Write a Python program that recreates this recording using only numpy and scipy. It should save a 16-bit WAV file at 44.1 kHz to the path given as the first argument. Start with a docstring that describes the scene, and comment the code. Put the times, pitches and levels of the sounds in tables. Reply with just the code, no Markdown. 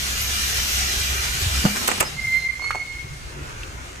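"""Vacuum packer in a workshop

A stereo microphone stands close to the machine in a small room with a short tail. Air hisses through the nozzle
over a humming pump, then a valve thumps and lets air back in. The sealing bar unlatches with sharp clacks, each
led in by a brief burst, then squeals and ticks as it slides open. The plastic bag rustles and scuffs over the
table as it is pulled away."""
import sys
import numpy as np
from scipy import signal
from scipy.fft import rfft, irfft
from scipy.io import wavfile
from scipy.ndimage import uniform_filter1d, map_coordinates

SR = 44100
rng = np.random.default_rng(int(sys.argv[2]) if len(sys.argv) > 2 else 0)


def wrap_up_sound(samples):
    """Save the sound to the file named by the first command line argument, as 16-bit audio."""
    columns = np.atleast_2d(samples).T
    # keep every value between -1 and 1, then stretch to whole-number steps
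    tamed = np.clip(columns, -1, 1)
    steps = np.round(tamed * 32767).astype(np.int16)
    wavfile.write(sys.argv[1], SR, steps)


N = 176400

# stereo width at the microphone: frequency_hz, side_minus_mid_db
STEREO_WIDTH = [(60, -8), (120, -15), (200, -12), (380, -2), (700, 0.5), (1290, 5.5), (2380, -1.5),
                (4400, 2), (8120, -7), (15000, -2)]
# workshop room tone: frequency_hz, density_db
ROOM_TONE_SPECTRUM = [(12, -35), (20, -4), (64, 2.5), (137, -7.5), (166, -14.5), (382, -15), (686, -18.5),
                      (1500, -14), (2150, -20), (2610, -21), (4950, -41), (6190, -25.5), (9930, -55),
                      (12400, -73), (15500, -36)]
# its course: time_s, level_db
ROOM_TONE_LEVEL = [(0, -35.5), (1.6, -30.5), (2.1, -40.5), (2.9, -40), (3.25, -39.5), (3.45, -34.5),
                   (4, -38.5)]
# electrical hum: pitch_hz, level_db
MAINS_PARTIALS = [(60, -46.5), (120, -52)]
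# pump hum: time_s, level_db
PUMP_HUM_LEVEL = [(0, -33.5), (.4, -34), (1.0, -30.5), (1.39, -33), (1.6, -26.5), (1.68, -51), (2.1, -63)]

# crinkling plastic: frequency_hz, density_db
CRINKLE_SPECTRUM = [(150, -30), (350, 4.5), (600, -7), (1200, 5.5), (2500, -2.5), (4500, -12.5), (7000, -4),
                    (14000, -29)]
# its course: time_s, level_db
CRINKLE_LEVEL = [(1.7, -65), (1.765, -25), (1.80, -35), (1.84, -31), (1.9, -43.5), (2.1, -70), (2.7, -43.5),
                 (3.2, -60), (3.4, -48), (3.62, -48), (3.8, -49), (4, -41.5)]
# bag scuffing the table: time_s, level_db
BAG_SCUFF_LEVEL = [(2.85, -75), (3.08, -49), (3.28, -58), (3.41, -44.5), (3.52, -53), (4, -52)]
# soft, heavy blows of valve and bag: start_s, attack_s, level_db, pitch_hz, t60_s
SOFT_BLOWS = [(1.417, 0.0093, -18.5, 83.4, 0.2), (1.462, 0.005, -15, 89, 0.16),
              (1.642, 0.00073, -19.5, 236, 0.2), (1.6512, 0.003, -2, 190, 0.033),
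              (1.657, 0.0017, -23, 205, 0.46), (3.042, 0.0073, -29.5, 113, .12),
              (3.416, .007, -24.5, 72, .09), (3.605, .008, -28, 59.5, 0.073)]

# air let back in after the valve: frequency_hz, density_db
VENT_SPECTRUM = [(60, -5), (130, 1.5), (240, 6.5), (300, -14), (380, -11), (800, -6), (1400, -12),
                 (2500, -12), (4400, -15), (6000, -33)]
# its course: time_s, level_db
VENT_AIR_LEVEL = [(1.6, -55), (1.66, -24.5), (1.72, -37), (1.77, -32), (1.84, -34.5), (1.92, -34.5),
                  (2.0, -38.5), (2.15, -39.5), (2.6, -72)]
# valve knocks: start_s, level_db
VALVE_KNOCKS = [(1.651, -16.5), (1.659, -18)]
# their dull thud: frequency_hz, density_db
THUD_SPECTRUM = [(250, -3), (750, 1), (1000, -3), (1350, 1), (1900, -13), (8000, -20), (15000, -28)]
# ring of the valve housing: pitch_hz, level_db, t60_s
HOUSING_MODES = [(531, -19, .09), (747, -12, .11), (860, -14, .1), (1250, -12, .06), (2865, -18, .14),
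                 (4384, -21, .4)]

# rumble of the moving bar: time_s, level_db
RUMBLE_LEVEL = [(2.0, -55), (2.18, -42), (2.48, -48.5), (2.58, -60), (2.75, -50), (2.9, -62), (3.12, -38.5),
                (3.22, -56.5), (3.42, -39), (3.6, -59)]
# latch and slide catching: start_s, level_db, pitch_hz
CATCHES = [(1.8878, -15, 1400), (1.9148, -17, 1900), (2.596, -30.5, 1010), (2.622, -26, 1040),
           (2.643, -25.5, 1160), (2.663, -28, 1200), (2.7062, -10.5, 1274), (2.7095, -16, 2060),
           (2.748, -18, 855), (2.7548, -19, 810), (3.6322, -24.5, 2700)]
# bar unlatching: start_s, knock_db, burst_db, burst_length_s, left_minus_right_db
BAR_CLACKS = [(1.8793, -18, -12.5, 0.0033, -4), (1.887, -17, -27, .003, -2), (1.901, -25, -26, .003, 13),
              (1.914, -16, -28, .003, -7), (1.979, -27.5, -31, .003, -3), (2.005, -18.5, -13, 0.0078, 0),
              (2.009, -12.5, -34, 0.0037, -8), (2.026, -21, -32, .004, 1), (2.753, -29, -60, .002, 0)]
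# knock of the frame: frequency_hz, density_db
FRAME_SPECTRUM = [(100, -20), (220, -9), (370, 4), (650, 1), (900, 0), (1250, 5), (1700, -5.5),
                  (2500, -0.5), (4000, -23), (8000, -6), (15000, -78)]
# brief burst before each clack: frequency_hz, density_db
BURST_SPECTRUM = [(500, -2), (1500, 2), (2600, 6.5), (4000, -2.5), (7500, 1), (11000, -1), (15000, -3)]
# ring of the bar: pitch_hz, level_db, t60_s
SEALING_BAR_MODES = [(194.5, -20, 0.35), (396.5, -8.5, .12), (748, -9, 0.072), (880, -8.5, 0.17),
                     (1196, -7, 0.031), (2090, -12, .13), (2720, -11, 0.091), (5470, -27, .12)]

# squeal of the slide: time_s, pitch_hz
SLIDE_PITCH = [(2.17, 2100), (2.36, 2093), (2.57, 2088), (2.61, 2130), (2.64, 2172), (2.67, 2160),
               (2.74, 2170), (2.8, 2172), (2.95, 2155), (3.25, 2151)]
# its fundamental: time_s, level_db, left_minus_right_db
SLIDE_LEVEL = [(2.15, -53, 3), (2.195, -24.5, -5), (2.232, -32.5, -2), (2.25, -22, 0), (2.31, -25, 0),
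               (2.335, -17, -5.5), (2.365, -17, -10), (2.39, -22.5, -6), (2.415, -29, -10),
               (2.46, -21.5, 8), (2.5, -20.5, -21), (2.52, -27.5, 2), (2.59, -30.5, -12), (2.64, -25.5, -5),
               (2.69, -27, -7), (2.785, -30, -4), (2.815, -24.5, -11), (2.84, -33.5, 10),
               (2.93, -32.5, -12), (3.02, -33.5, 15), (3.07, -41, 3.5), (3.3, -55, -2)]
# its overtones: time_s, level_db
OVERTONE_LEVEL = [(2.2, -58), (2.3, -47), (2.39, -37), (2.45, -41), (2.47, -48), (2.6, -52), (2.64, -32),
                  (2.67, -38), (2.87, -48), (3.3, -78)]
# its judder: time_s, depth_0_to_1
JUDDER_DEPTH = [(2.2, .3), (2.35, .15), (2.6, .7), (2.76, .7), (2.81, .3), (3.1, .5)]
# moments when the slide sticks: time_s
STICK_TIMES = [2.208, 2.265, 2.41, 2.483, 2.517, 2.55, 2.588, 2.722, 2.791, 2.845, 2.868, 2.98, 3.055]

# air rushing through the nozzle: frequency_hz, density_db
SUCTION_SPECTRUM = [(88, -30), (150, -15.5), (213, 1), (263, -26), (420, -8), (500, -17), (751, -5),
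                    (894, -14), (1340, 0.5), (2360, -1), (3980, 0.5), (5650, -1), (9000, -7.5),
                    (12500, -14), (15500, -26)]
# its course: time_s, level_db
SUCTION_LEVEL = [(0, -26), (.3, -25), (.7, -25), (1.05, -24), (1.3, -26), (1.6, -25), (1.84, -27.5),
                 (1.94, -29), (2.05, -36.5), (2.12, -38), (2.35, -38), (2.6, -42), (2.85, -44.5)]
# nozzle whistles at peak flow: pitch_hz, width_hz, level_db
WHISTLES = [(2003, 36, -42), (2372, 40, -39.5), (2860, 110, -38.5), (3130, 71, -44), (6227, 130, -40),
            (6770, 75, -42.5)]
# thin whine of the nozzle: time_s, level_db
NOZZLE_WHINE_LEVEL = [(0, -58), (.2, -47), (1.15, -44), (1.6, -53), (2.05, -68), (2.35, -56), (2.6, -76),
                      (2.9, -84), (4, -80)]
# broad resonance that swells at full flow: time_s, level_db
FLOW_SWELL_LEVEL = [(0, -43.5), (.35, -34), (.85, -29), (1.3, -45), (2.1, -70)]
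# top treble of the hiss: time_s, level_db
HISS_TREBLE_LEVEL = [(0, -41), (.6, -36), (1.3, -41), (1.62, -39), (1.86, -37), (1.95, -64), (2.12, -65),
                     (2.3, -48), (2.5, -66), (2.9, -77)]
# lower nozzle resonance that swells as the bag tightens: time_s, level_db
NOZZLE_THROAT_LEVEL = [(.6, -50), (.92, -43), (1.07, -33), (1.17, -43), (1.42, -40), (2.1, -62)]

ATTACK_S = .0016  # rise of a hard knock
TIME = np.arange(N) / SR
FREQ_HZ = np.fft.rfftfreq(N, 1 / SR) + 1


def undb(db):
    """Decibels to gain."""
    return 10 ** (np.asarray(db) / 20)


def unit(x):
    """Scale to rms 1."""
    return x / np.sqrt(np.mean(x ** 2))


def curve(rows, column=1):
    """One column of a table, joined by straight lines in time."""
    rows = np.array(rows)
    return np.interp(TIME, rows[:, 0], rows[:, column])


def gains(spectrum):
    """Gain at every frequency from rows of frequency_hz, level_db."""
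    hz, db = np.array(spectrum).T
    return undb(np.interp(np.log(FREQ_HZ), np.log(hz), db))


def resonance(hz, width_hz):
    """Response of one resonance."""
    return 1 / (1 + 1j * (FREQ_HZ ** 2 - hz ** 2) / (FREQ_HZ * width_hz))


def stereo(response, source=None):
    """Colour two unrelated signals (noise by default) and spread them as mid and side."""
    mid, side = rfft(rng.standard_normal((2, N)) if source is None else source) * response
    width = gains(STEREO_WIDTH)
    left_right = np.array([mid + width * side, mid - width * side]) / np.sqrt(1 + width ** 2)
    return unit(irfft(left_right, N))


def band(hz, width_hz):
    """Stereo noise passed twice through one resonance."""
    return stereo(resonance(hz, width_hz) ** 2)


def walk(rate_hz):
    """Smooth random motion with a spread near 1."""
    hold = int(SR / rate_hz)
    steps = np.repeat(rng.standard_normal(N // hold + 1), hold)
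    return 1.3 * uniform_filter1d(uniform_filter1d(steps, hold), hold)[:N]


def stereo_walk(rate_hz):
    """Separate random motion for left and right."""
    return np.array([walk(rate_hz), walk(rate_hz)])


def phase_of(hz):
    """Running phase of a changing pitch."""
    return 2 * np.pi * np.cumsum(hz) / SR


def envelope(start_s, attack_s, decay_s, hold_s=0):
    """Linear rise, hold, exponential fall."""
    age = TIME - start_s
    return np.clip(age / attack_s, 0, 1) * np.exp(-np.clip((age - attack_s - hold_s) / decay_s, 0, 100))


def pan(db):
    """Left and right gains for a level difference."""
    sides = undb(np.array([db, -db]).reshape(2, -1) / 2)
    return sides / np.sqrt(np.mean(sides ** 2, axis=0))


def shimmer(x, depth_db=2.7, patch_s=.07, patch_hz=130):
    """Turbulence lifts and dips narrow parts of the spectrum for moments."""
    hz, times, spectra = signal.stft(x, SR, nperseg=1024)
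    patches = rng.standard_normal((int(hz[-1] / patch_hz) + 2, int(times[-1] / patch_s) + 2))
    grid = np.meshgrid(hz / patch_hz, times / patch_s, indexing="ij")
    db = depth_db * map_coordinates(patches, grid, mode="mirror")
    return unit(signal.istft(spectra * undb(db), SR)[1][:, :N])


def ringing(modes):
    """A struck part rings in decaying modes, with a different phase left and right."""
    return sum(undb(db - 60 * TIME / t60) * np.sin(2 * np.pi * (hz * TIME + .5 * rng.random((2, 1))))
               for hz, db, t60 in modes)


def room(x, t60_s=.36, tail_db=-15):
    """The workshop's diffuse tail reaches the microphone just after the direct sound."""
    t = np.arange(SR // 2) / SR
    dull_noise = signal.lfilter([1], [1, -.5], rng.standard_normal((2, len(t))))
    tail = dull_noise * undb(-60 * t / t60_s) * (t > .004)
    tail /= np.sqrt(np.sum(tail ** 2, axis=1, keepdims=True))
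    return x + undb(tail_db) * signal.fftconvolve(x, tail, axes=1)[:, :N]


def room_tone():
    """Low, restless workshop air all around the microphone."""
    return shimmer(stereo(gains(ROOM_TONE_SPECTRUM))) * undb(curve(ROOM_TONE_LEVEL) + walk(10))


def mains():
    """The machine's steady electrical hum, dead centre."""
    return sum(undb(db) * unit(np.sin(2 * np.pi * (hz * TIME + rng.random())))
               for hz, db in MAINS_PARTIALS)


def pump(pitch_hz=65.65, octave_db=-17.5, waver_db=1.5):
    """The pump's wavering low hum falls away when the valve knocks."""
    phase = phase_of(pitch_hz * (1 + .015 * walk(12)))
    hum = unit(np.sin(phase) + undb(octave_db) * np.sin(2 * phase))
    return hum * undb(curve(PUMP_HUM_LEVEL) - waver_db * walk(17.56))


def bag_scuff():
    """The bag rubs unevenly over the table."""
    return band(hz=351, width_hz=180) * undb(curve(BAG_SCUFF_LEVEL) + 2 * walk(29.97))


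def bag_crinkle(crinkles_per_s=1500, spread_db=2.5):
    """Plastic film crinkles in dense clicks as the bag settles and as it is pulled away."""
    clicks = (rng.random((2, N)) < crinkles_per_s / SR) * rng.standard_normal((2, N))
    accents = undb(spread_db * np.minimum(rng.exponential(size=(2, N)), 2))
    return stereo(gains(CRINKLE_SPECTRUM), clicks * accents) * undb(curve(CRINKLE_LEVEL))


def thumps():
    """Soft blows of the valve and the bag, each a damped low swing."""
    return sum(undb(db) * envelope(start, attack, t60 / np.log(1000))
               * np.sin(2 * np.pi * hz * (TIME - start)) for start, attack, db, hz, t60 in SOFT_BLOWS)


def vent():
    """Air flutters back in after the valve."""
    return shimmer(stereo(gains(VENT_SPECTRUM))) * undb(curve(VENT_AIR_LEVEL) + 2.6 * walk(50.45))


def valve():
    """Right of centre, the valve knocks twice with a dull thud and its housing rings on."""
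    thud, out = stereo(gains(THUD_SPECTRUM)), 0
    for start, db in VALVE_KNOCKS:
        ring = np.pad(ringing(HOUSING_MODES), ((0, 0), (int(start * SR), 0)))[:, :N]
        out += undb(db) * (thud * envelope(start, ATTACK_S, decay_s=.0056) + ring)
    return pan(db=-6) * out


def bar_rumble():
    """The bar rumbles low while it moves."""
    return band(hz=147, width_hz=20) * undb(curve(RUMBLE_LEVEL))


def bar_squeak(start_s=2.05, pitch_hz=5070, bend_hz=80, level_db=-33):
    """A brief thin squeak as the bar comes free; its pitch flicks up and settles."""
    hz = pitch_hz + bend_hz * envelope(start_s, ATTACK_S, decay_s=.0038)
    shape = envelope(start_s, attack_s=.002, decay_s=.002, hold_s=.033)
    return undb(level_db) * unit(np.sin(phase_of(hz))) * shape


def ticks(crack_db=-20, rattle_db=-10.5):
    """Latch and slide catch: each tick is a few damped swings, a bright crack and a short rattle."""
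    crack = undb(crack_db) * stereo(gains(BURST_SPECTRUM) * resonance(hz=2800, width_hz=6000))
    out = 0
    for start, db, hz in CATCHES:
        swing = np.sin(2 * np.pi * hz * (TIME - start))
        snap = (swing + crack) * envelope(start, attack_s=.00074, decay_s=.0018)
        rattle = undb(rattle_db) * band(hz, width_hz=hz) * envelope(start, ATTACK_S, decay_s=.0065)
        out += undb(db) * (snap + rattle)
    return pan(db=-2.5) * out


def bar_clacks(burst_rise_s=.0028, burst_decay_s=.0018, ring_db=-8):
    """Each clack has a brief noise burst that rises into the blow, knocks the frame and rings the bar."""
    frame, noise = stereo(gains(FRAME_SPECTRUM)), stereo(gains(BURST_SPECTRUM))
    blows, out = np.zeros((2, N)), 0
    for start, knock_db, burst_db, burst_length, side_db in BAR_CLACKS:
        before = (start - TIME) / burst_rise_s
        after = (TIME - start - burst_length / 2) / burst_decay_s
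        burst = undb(burst_db) * noise * np.exp(-np.clip(np.maximum(before, after), 0, 100))
        knock = undb(knock_db) * frame * envelope(start, ATTACK_S, decay_s=.007)
        out += pan(side_db) * (knock + burst)
        blows[:, int(start * SR)] += undb(knock_db) * pan(side_db)[:, 0]
    ring = signal.fftconvolve(blows, ringing(SEALING_BAR_MODES), axes=1)[:, :N]
    return out + undb(ring_db) * ring


def slide_squeal(stick_s=.0045, waver_db=1.4, skirt_db=-15, third_db=-15, flutter_hz=45):
    """The slide squeals and judders across the stereo image, dropping out whenever it sticks."""
    phase = phase_of(curve(SLIDE_PITCH) * (1 + .005 * walk(90)))
    sliding = np.prod([1 - np.exp(-((TIME - at) / stick_s) ** 2) for at in STICK_TIMES], axis=0)
    depth, grip = curve(JUDDER_DEPTH), walk(105)
    judder = 1 - depth * np.exp(-(grip / .55) ** 2)  # a dip whenever the grip passes through zero
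    level = undb(curve(SLIDE_LEVEL) + waver_db * stereo_walk(110))
    tone = np.sqrt(2) * np.sin(phase + depth * stereo_walk(70))
    skirt = undb(skirt_db) * band(hz=2120, width_hz=170)  # roughness around the pitch
    fundamental = (tone + skirt) * judder * level * pan(curve(SLIDE_LEVEL, column=2))
    flutter = 1 + .42 * np.sin(phase_of(flutter_hz * (1 + .3 * walk(40))))
    scatter_rad = .6 * stereo_walk(80)
    octave = np.sin(2 * phase + scatter_rad)
    third = undb(third_db) * np.sin(3 * phase + scatter_rad)
    overtones = np.sqrt(2) * (octave + third) * flutter * undb(curve(OVERTONE_LEVEL))
    return sliding * (fundamental + overtones)


def suction():
    """Close to the microphone, air rushes through the nozzle and rings resonances that come and go."""
    flow = undb(curve(SUCTION_LEVEL))
    noise = shimmer(stereo(gains(SUCTION_SPECTRUM))) * undb(1.2 * walk(25.36))
    whistles = sum(undb(db + 2 * walk(7.34)) * band(hz, width) for hz, width, db in WHISTLES)
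    whine = undb(curve(NOZZLE_WHINE_LEVEL) + 5.5 * walk(20)) * band(hz=12312, width_hz=70)
    swell = undb(curve(FLOW_SWELL_LEVEL)) * shimmer(band(hz=5740, width_hz=1050))
    treble = undb(curve(HISS_TREBLE_LEVEL) + .83 * walk(19.8)) * shimmer(band(hz=12800, width_hz=6000))
    throat = undb(curve(NOZZLE_THROAT_LEVEL)) * shimmer(band(hz=2600, width_hz=700))
    return noise * flow + whistles * flow / flow.max() + whine + swell + throat + treble


def scene():
    """The workshop from beside the machine; only the hard knocks and the bag's rustle get the tail."""
    bed = room_tone() + vent() + bar_rumble()
    with_tail = room(bag_scuff() + valve() + bar_clacks() + ticks() + bag_crinkle())
    direct = mains() + suction() + pump() + thumps() + bar_squeak() + slide_squeal()
    return bed + with_tail + direct


def record(dry, top_hz=15300):
    """The recorder behind the microphone cuts the top steeply."""
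    return signal.sosfilt(signal.ellip(10, .2, 80, top_hz, fs=SR, output="sos"), dry)


dry = scene()
out = record(dry)
wrap_up_sound(out)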